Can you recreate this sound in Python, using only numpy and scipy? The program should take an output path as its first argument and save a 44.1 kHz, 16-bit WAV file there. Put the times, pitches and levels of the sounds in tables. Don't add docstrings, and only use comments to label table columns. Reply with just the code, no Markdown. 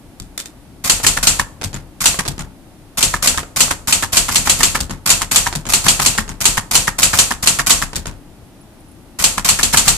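import sys
import numpy as np
from scipy import signal
from scipy.fft import rfft, irfft
from scipy.io import wavfile

SR = 44100
rng = np.random.default_rng(int(sys.argv[2]) if len(sys.argv) > 2 else 0)


def store_wav(level_fs):
    pcm = np.round(np.clip(np.atleast_2d(level_fs), -1, 1) * 32767)
    wavfile.write(sys.argv[1], SR, pcm.T.astype(np.int16))


N = 439655
T = np.arange(SR // 2) / SR

# trip_s, trip_db, release_s, thump_hz
SPACES = [(1.6394, -9.5, 1.7305, 91.5), (2.2785, -8, 2.38, 142), (4.805, -7.5, 4.896, 69),
          (5.553, -9, 5.654, 151), (6.178, -8, 6.279, 218), (7.958, -7.5, 8.056, 63.2)]
# start_s, level_db
NUDGES = [(0.1995, -22), (0.3773, -13), (0.401, -16), (0.4577, -22)]
# pitch_hz, level_db
STEEL_MODES = [(2708, -50), (4264, -37), (5867, -32), (6855, -51), (7267, -34.5), (7729, -36.5),
               (8374, -31)]
# freq_hz, level_db
RETURN_SPECTRUM = [(200, -3.5), (500, -14), (950, -2), (2800, -8.5), (4200, -11.5), (7300, -8.5),
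                   (10000, -12), (14500, -23.5)]


def slaps(strikes, level_db=3, lag_s=0.0011, t60_s=0.045, bounce_s=0.011, bounce_db=-9):
    # freq_hz, level_db
    spectrum = [(450, -14.5), (1000, -6.5), (1900, -9), (2900, 0), (3600, -3.5), (4400, 1), (5100, -6),
                (7300, 2), (9500, -5), (14500, -20)]
    out = np.zeros((2, N))
    bounces = amp(bounce_db) * np.hypot(fade(0.048, bounce_s), 0.5 * fade(0.048, 2 * bounce_s))
    envelope = np.hypot(fade(t60_s), bounces)
    for s, db in strikes:
        add(out, s + lag_s, amp(db + level_db) * envelope * noise())
    return colour(out, spectrum)


def frame(strikes, wash_db=-6, wash_t60_s=0.34, tones_db=-12, tones_t60_s=0.15, rise_s=0.00088):
    # freq_hz, level_db
    spectrum = [(240, -31.5), (400, -11.5), (1880, -10), (2700, -3), (3830, -6), (4390, -1.5), (5190, -5.5),
                (7470, 2), (13500, -14), (15000, -38)]
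    wash, tones = np.zeros((2, 2, N))
    ring = noise() * fade(wash_t60_s)
    hz, mode_db = np.transpose(STEEL_MODES)
    modes = phasors(hz) * fade(tones_t60_s)
    weight = amp(mode_db) / np.linalg.norm(amp(mode_db))
    for s, db in strikes:
        onset = amp(db) * attack(rise_s)
        add(wash, s, onset * ring)
        re, im = rng.standard_normal((2, 2, len(hz)))
        add(tones, s, onset * (((re + 1j * im) * weight) @ modes).real)
    return amp(wash_db) * colour(wash, spectrum) + amp(tones_db) * tones


def keys(presses, level_db=-3.5, rise_s=0.0073, swing_db=-5.5, swing_s=0.036):
    # freq_hz, level_db
    spectrum = [(180, -35), (300, -11), (507, -11), (1150, -1), (1650, -7), (2400, -2.5), (3170, -6.5),
                (6840, -0.5), (13200, -7.5), (15000, -18.5)]
    out = np.zeros((2, N))
    take_up = fade(0.14) * attack(rise_s)
    push = np.hypot(take_up, amp(swing_db) * fade(0.079, swing_s))
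    for s, db in presses:
        links = rattle(per_s=1100, t60_s=0.011, spread_db=2)
        add(out, s, amp(db + level_db) * push * links * noise())
    return shell_ring(colour(out, spectrum))


def shell_ring(x, ring_db=-7, t60_s=0.04):
    return x + amp(ring_db) * convolve(x, noise() * fade(t60_s) * attack(0.00063))


def bar_returns(landings, knock_db=3, t60_s=0.024, rise_s=0.0014, clatter_db=-12, lead_s=0.0055):
    # pitch_hz, level_db
    rest_modes = [(830, -9), (1010, -2.5), (1180, -9), (1350, -3.5), (1660, -2), (1796, 1.5), (2150, -6)]
    hz, mode_db = np.transpose(rest_modes)
    knocks, clatter = np.zeros((2, 2, N))
    envelope = fade(t60_s) * (1 - np.exp(-(T / rise_s) ** 2))
    stereo_norm = np.sqrt(2) * np.linalg.norm(fade(t60_s))
    shake = np.hypot(amp(-1) * fade(0.045), fade(0.1, lead_s))
    for s, db, bar_hz in landings:
        weight = amp(mode_db) / (1 + (np.log(hz / bar_hz) / 0.58) ** 2)
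        pitch_hz = hz * (1 + 0.02 * rng.standard_normal(len(hz)))
        phase = rng.uniform(0, 2 * np.pi, len(hz)) + 0.5 * rng.standard_normal((2, len(hz)))
        knock = ((weight * np.exp(1j * phase)) @ (envelope * phasors(pitch_hz))).real
        add(knocks, s, amp(db + knock_db) * stereo_norm * knock / np.linalg.norm(knock))
        links = rattle(per_s=990, t60_s=0.015, spread_db=3)
        add(clatter, s - lead_s, amp(clatter_db) * shake * links * noise())
    return knocks + colour(clatter, RETURN_SPECTRUM)


def space_bar(travel_s=0.026, down_db=-12, up_db=-17):
    # freq_hz, level_db
    spectrum = [(200, 7), (950, 1), (2000, -2), (3200, -4), (5000, -4.5), (9000, -8), (14500, -28)]
    knocks = []
    for trip_s, _, release_s, _ in SPACES:
        knocks += [(trip_s - travel_s, down_db), (release_s, up_db)]
    return clicks(knocks, spectrum, level_db=-7, jingle_db=-4, jingle_t60_s=0.2)


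def carriage(trips, resets, catch_s=0.0052):
    # freq_hz, level_db
    spectrum = [(300, -8.5), (3000, -4), (4500, -0.5), (5900, -2), (8000, 1), (10500, -6.5), (14500, -12.5)]
    snaps = trips + [(s + catch_s, db) for s, db in trips]
    out = clicks(snaps, spectrum, level_db=-4, jingle_db=-13.5, jingle_t60_s=0.17)
    out += clicks(resets, RETURN_SPECTRUM, level_db=-8, jingle_db=1.5, jingle_t60_s=0.16)
    return out + clicks(NUDGES, spectrum, level_db=-0.5, jingle_db=-12.5, jingle_t60_s=0.16)


def small_parts(strikes, resets, jingle_s=0.085, jingle_db_per_s=-150):
    bars = [(s, db, hz) for s, db in strikes for hz in rng.uniform(2600, 6200, size=3)]
    loose = [(s + late_s, db + jingle_db_per_s * late_s, rng.choice(STEEL_MODES)[0])
             for s, db in strikes for late_s in rng.uniform(0, jingle_s, size=5)]
    steps = [(s + 0.02, db, 7370) for s, db in strikes]
    pawl = [(s, db, 6900) for s, db in resets]
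    spring = [(s, db, 3580) for s, db in NUDGES]
    out = pings(bars, level_db=-18, t60_s=0.1, detune=0.012)
    out += pings(loose, level_db=-10, t60_s=0.02)
    out += pings(steps, level_db=-11.5, t60_s=0.061)
    out += pings(pawl, level_db=-2, t60_s=0.02)
    return out + pings(spring, level_db=-24, t60_s=0.15, detune=0.01)


def thumps(level_db=-15, t60_s=0.16, rise_s=0.012):
    out = np.zeros((2, N))
    envelope = amp(level_db) * fade(t60_s) * attack(rise_s)
    for s, _, _, hz in SPACES:
        add(out, s, envelope * np.sin(2 * np.pi * (hz * T + rng.random()))[None])
    return out


def desk(blows, level_db, tilt_db_per_oct, lag_s=0, rise_s=0.0045, mid_t60_s=0.24):
    # pitch_hz, level_db
    desk_modes = [(37.9, -1.5), (62.7, -6), (84.5, -1), (103, -2.5), (139.7, 2), (181.2, 2), (213.6, -1.5),
                  (261.3, 0.5), (382.7, -7)]
    hz, mode_db = np.transpose(desk_modes)
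    out = np.zeros((2, N))
    envelopes = fade(mid_t60_s * np.sqrt(hz.mean() / hz)[:, None]) * attack(rise_s)
    tilted_db = mode_db + tilt_db_per_oct * np.log2(hz / hz.mean())
    for s, *_ in blows:
        weight = amp(level_db + tilted_db + rng.uniform(-3.6, 3, len(hz)))
        pitch_hz = hz * (1 + 0.02 * rng.standard_normal(len(hz)))
        turns = rng.random(len(hz)) + 0.089 * rng.standard_normal((2, len(hz)))
        thud = (weight * np.exp(2j * np.pi * turns)) @ (envelopes * phasors(pitch_hz))
        add(out, s + lag_s, thud.real)
    return out


def lever_rebounds():
    starts_s = [1.0, 2.143, 3.345, 3.431, 3.679]
    # freq_hz, level_db
    spectrum = [(1500, 3), (9000, -23)]
    knocks = [(s, 0) for s in starts_s]
    return clicks(knocks, spectrum, level_db=-20.5, jingle_db=-14, jingle_t60_s=0.1, t60_s=0.03)


def squeaks():
    # start_s, pitch_hz
    events = [(8.609, 10900), (8.802, 9500), (8.88, 9900), (8.912, 9700)]
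    return pings([(s, 0, hz) for s, hz in events], level_db=-39.5, t60_s=0.043, rise_s=0.0045)


def room(x, level_db=-14.5, gap_s=0.005):
    # freq_hz, t60_s
    decay_times = [(200, 0.95), (800, 0.52), (3000, 0.17), (8000, 0.085)]
    hz, t, bins = signal.stft(noise() * (T > gap_s), SR, nperseg=256)
    decay = amp(-60 * t / curve(decay_times, hz)[:, None])
    _, tail = signal.istft(bins * decay, SR, nperseg=256)
    return amp(level_db) * convolve(x, tail)


def noise_floor(level_db=-42):
    # freq_hz, level_db
    spectrum = [(12, -33.5), (20, -3), (108, -4.5), (229, -8), (294, -5), (445, -18), (603, -16),
                (914, -19.5), (1000, -23.5), (7300, -34.5), (9900, -31), (15000, -40)]
    return amp(level_db) * colour(noise(N), spectrum, size=16384)


def clicks(contacts, spectrum, level_db, jingle_db, jingle_t60_s, t60_s=0.02):
    out = np.zeros((2, N))
    for s, db in contacts:
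        jingle = amp(jingle_db) * fade(jingle_t60_s) * rattle(per_s=450, t60_s=0.016, spread_db=3)
        add(out, s, amp(db + level_db) * np.hypot(fade(t60_s), jingle) * noise())
    return colour(out, spectrum)


def pings(events, level_db, t60_s, rise_s=0.0003, detune=0.033):
    out = np.zeros((2, N))
    envelope = fade(t60_s) * attack(rise_s)
    for s, db, hz in events:
        pitch_hz = hz * (1 + detune * rng.standard_normal((3, 1)))
        turns = pitch_hz * T + rng.random((2, 3, 1))
        add(out, s, amp(db + level_db) * envelope * np.sin(2 * np.pi * turns).sum(1))
    return out


def rattle(per_s, t60_s, spread_db):
    hits = (rng.random(len(T)) < per_s / SR) * amp(spread_db * rng.standard_normal(len(T))) ** 2
    power = signal.lfilter([1], [1, -amp(-120 / (t60_s * SR))], hits)
    return np.sqrt(power / (power.mean() + 1e-12))


def noise(size=len(T)):
    # freq_hz, correlation
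    likeness = [(100, 0.89), (1100, 0.72), (2200, 0.012)]
    left, other = rfft(rng.standard_normal((2, size)))
    correlation = curve(likeness, np.fft.rfftfreq(size, 1 / SR))
    right = correlation * left + np.sqrt(1 - correlation ** 2) * other
    return irfft(np.array([left, right]), size)


def colour(x, spectrum, size=4096):
    log_gain = np.log(amp(curve(spectrum, abs(np.fft.fftfreq(size, 1 / SR)))) + 1e-5)
    taps = np.fft.ifft(np.exp(np.conj(signal.hilbert(log_gain)))).real
    return convolve(x, taps[None])


def convolve(x, response):
    return signal.oaconvolve(x, response / np.linalg.norm(response[0]), axes=1)[:, :N]


def amp(db):
    return 10 ** (np.asarray(db) / 20)


def curve(points, hz):
    freq_hz, value = np.transpose(points)
    return np.interp(np.log(hz + 1), np.log(freq_hz + 1), value)


def add(mix, start_s, sound):
    part = mix[:, max(round(start_s * SR), 0):][:, :sound.shape[1]]
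    part += sound[:, :part.shape[1]]


def attack(rise_s):
    return 1 - np.exp(-T / rise_s)


def fade(t60_s, delay_s=0):
    return amp(-60 * np.maximum(T - delay_s, 0) / t60_s) * (T >= delay_s)


def phasors(hz):
    return np.exp(2j * np.pi * hz[:, None] * T)


def scene(reset_lag_s=0.012, reset_db=-20):
    # press_s, press_db, strike_s, strike_db, landing_s, landing_db, bar_hz
    letters = [(0.839, -7, .896, -3, 1.046, -13, 1600), (1.030, -5, 1.065, -3, 1.172, -12, 1660),
               (1.225, -4.5, 1.2695, -2, 1.396, -7.5, 1650), (2.004, -4.5, 2.056, -2, 2.193, -16.5, 1810),
               (2.972, -5, 3.0263, -4, 3.139, -8.5, 1210), (3.223, -2.5, 3.273, -4.5, 3.381, -15, 950),
               (3.558, -4, 3.6044, -2, 3.710, -15.5, 1300), (3.872, -4, 3.9243, -4, 4.03, -15, 1140),
               (4.121, -4, 4.1686, -2.5, 4.288, -14.5, 1160), (4.309, -7, 4.356, -4.5, 4.472, -13, 1140),
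               (4.452, -7.5, 4.4947, -3, 4.607, -13, 1450),
               (4.586, -11.5, 4.6302, -2.5, 4.752, -10.5, 1820), (5.057, -1, 5.101, -2, 5.216, -15.5, 1120),
               (5.31, -3, 5.3583, -2, 5.466, -12, 1380), (5.686, -5.5, 5.7345, -3.5, 5.865, -11, 1100),
               (5.84, -8, 5.8825, -1.5, 5.998, -16.5, 1320), (6.012, -5, 6.06, -3.5, 6.184, -9, 1620),
               (6.404, -6, 6.4533, -2, 6.577, -9.5, 1850), (6.71, -1, 6.752, -2, 6.878, -8.5, 1680),
               (6.983, -2, 7.0298, -2, 7.137, -12.5, 1620), (7.137, -5.5, 7.187, -1, 7.312, -11.5, 1430),
               (7.424, -5, 7.4715, -2, 7.593, -8.5, 1560), (7.660, -2, 7.704, -1.5, 7.823, -12.5, 1900),
               (9.187, -6, 9.239, -2.5, 9.38, -13, 1170), (9.444, -2.5, 9.488, -2.5, 9.594, -14.5, 1550),
               (9.586, -14, 9.6297, -5.5, 9.743, -7, 1500), (9.726, -4, 9.771, -2, 9.877, -17, 1320),
               (9.853, -9, 9.879, -2.5, 10, -9, 1300)]
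    presses = [row[:2] for row in letters]
    strikes = [row[2:4] for row in letters]
    landings = [row[4:] for row in letters]
    trips = [row[:2] for row in SPACES]
    resets = [(release_s + reset_lag_s, reset_db) for _, _, release_s, _ in SPACES]
    machine = keys(presses) + slaps(strikes) + frame(strikes) + small_parts(strikes, resets) + squeaks()
    returns = bar_returns(landings)
    machine += space_bar() + lever_rebounds() + carriage(trips, resets)
    thuds = thumps() + desk(presses, level_db=-31, tilt_db_per_oct=-0.5, lag_s=0.004)
    thuds += desk(strikes, level_db=-31.5, tilt_db_per_oct=7, lag_s=0.00096)
    thuds += desk(strikes, level_db=-30.5, tilt_db_per_oct=-3, lag_s=0.028)
    thuds += desk(landings, level_db=-34, tilt_db_per_oct=-3)
    thuds += desk(trips + resets, level_db=-29, tilt_db_per_oct=-1.5)
    thuds += desk(NUDGES[:1], level_db=-35.5, tilt_db_per_oct=-4)
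    return machine + returns + thuds + noise_floor() + room(machine + 0.5 * returns)


def record(dry, ceiling=0.95, cutoff_hz=14900):
    # freq_hz, left_minus_right_db
    balance = [(40, 5.5), (400, 1.5), (1100, 0), (2000, -2), (5500, -0.5), (7200, 4), (12000, -4.5)]
    lean_db = curve(balance, np.fft.rfftfreq(N, 1 / SR)) / 2
    coloured = irfft(rfft(dry) * amp([lean_db, -lean_db]), N)
    clipped = np.clip(coloured, -ceiling, ceiling)
    low_pass = signal.firwin(401, cutoff_hz, window=("kaiser", 8), fs=SR)
    return np.clip(signal.oaconvolve(clipped, low_pass[None], "same", axes=1), -1, 1)


dry = scene()
out = record(dry)
store_wav(out)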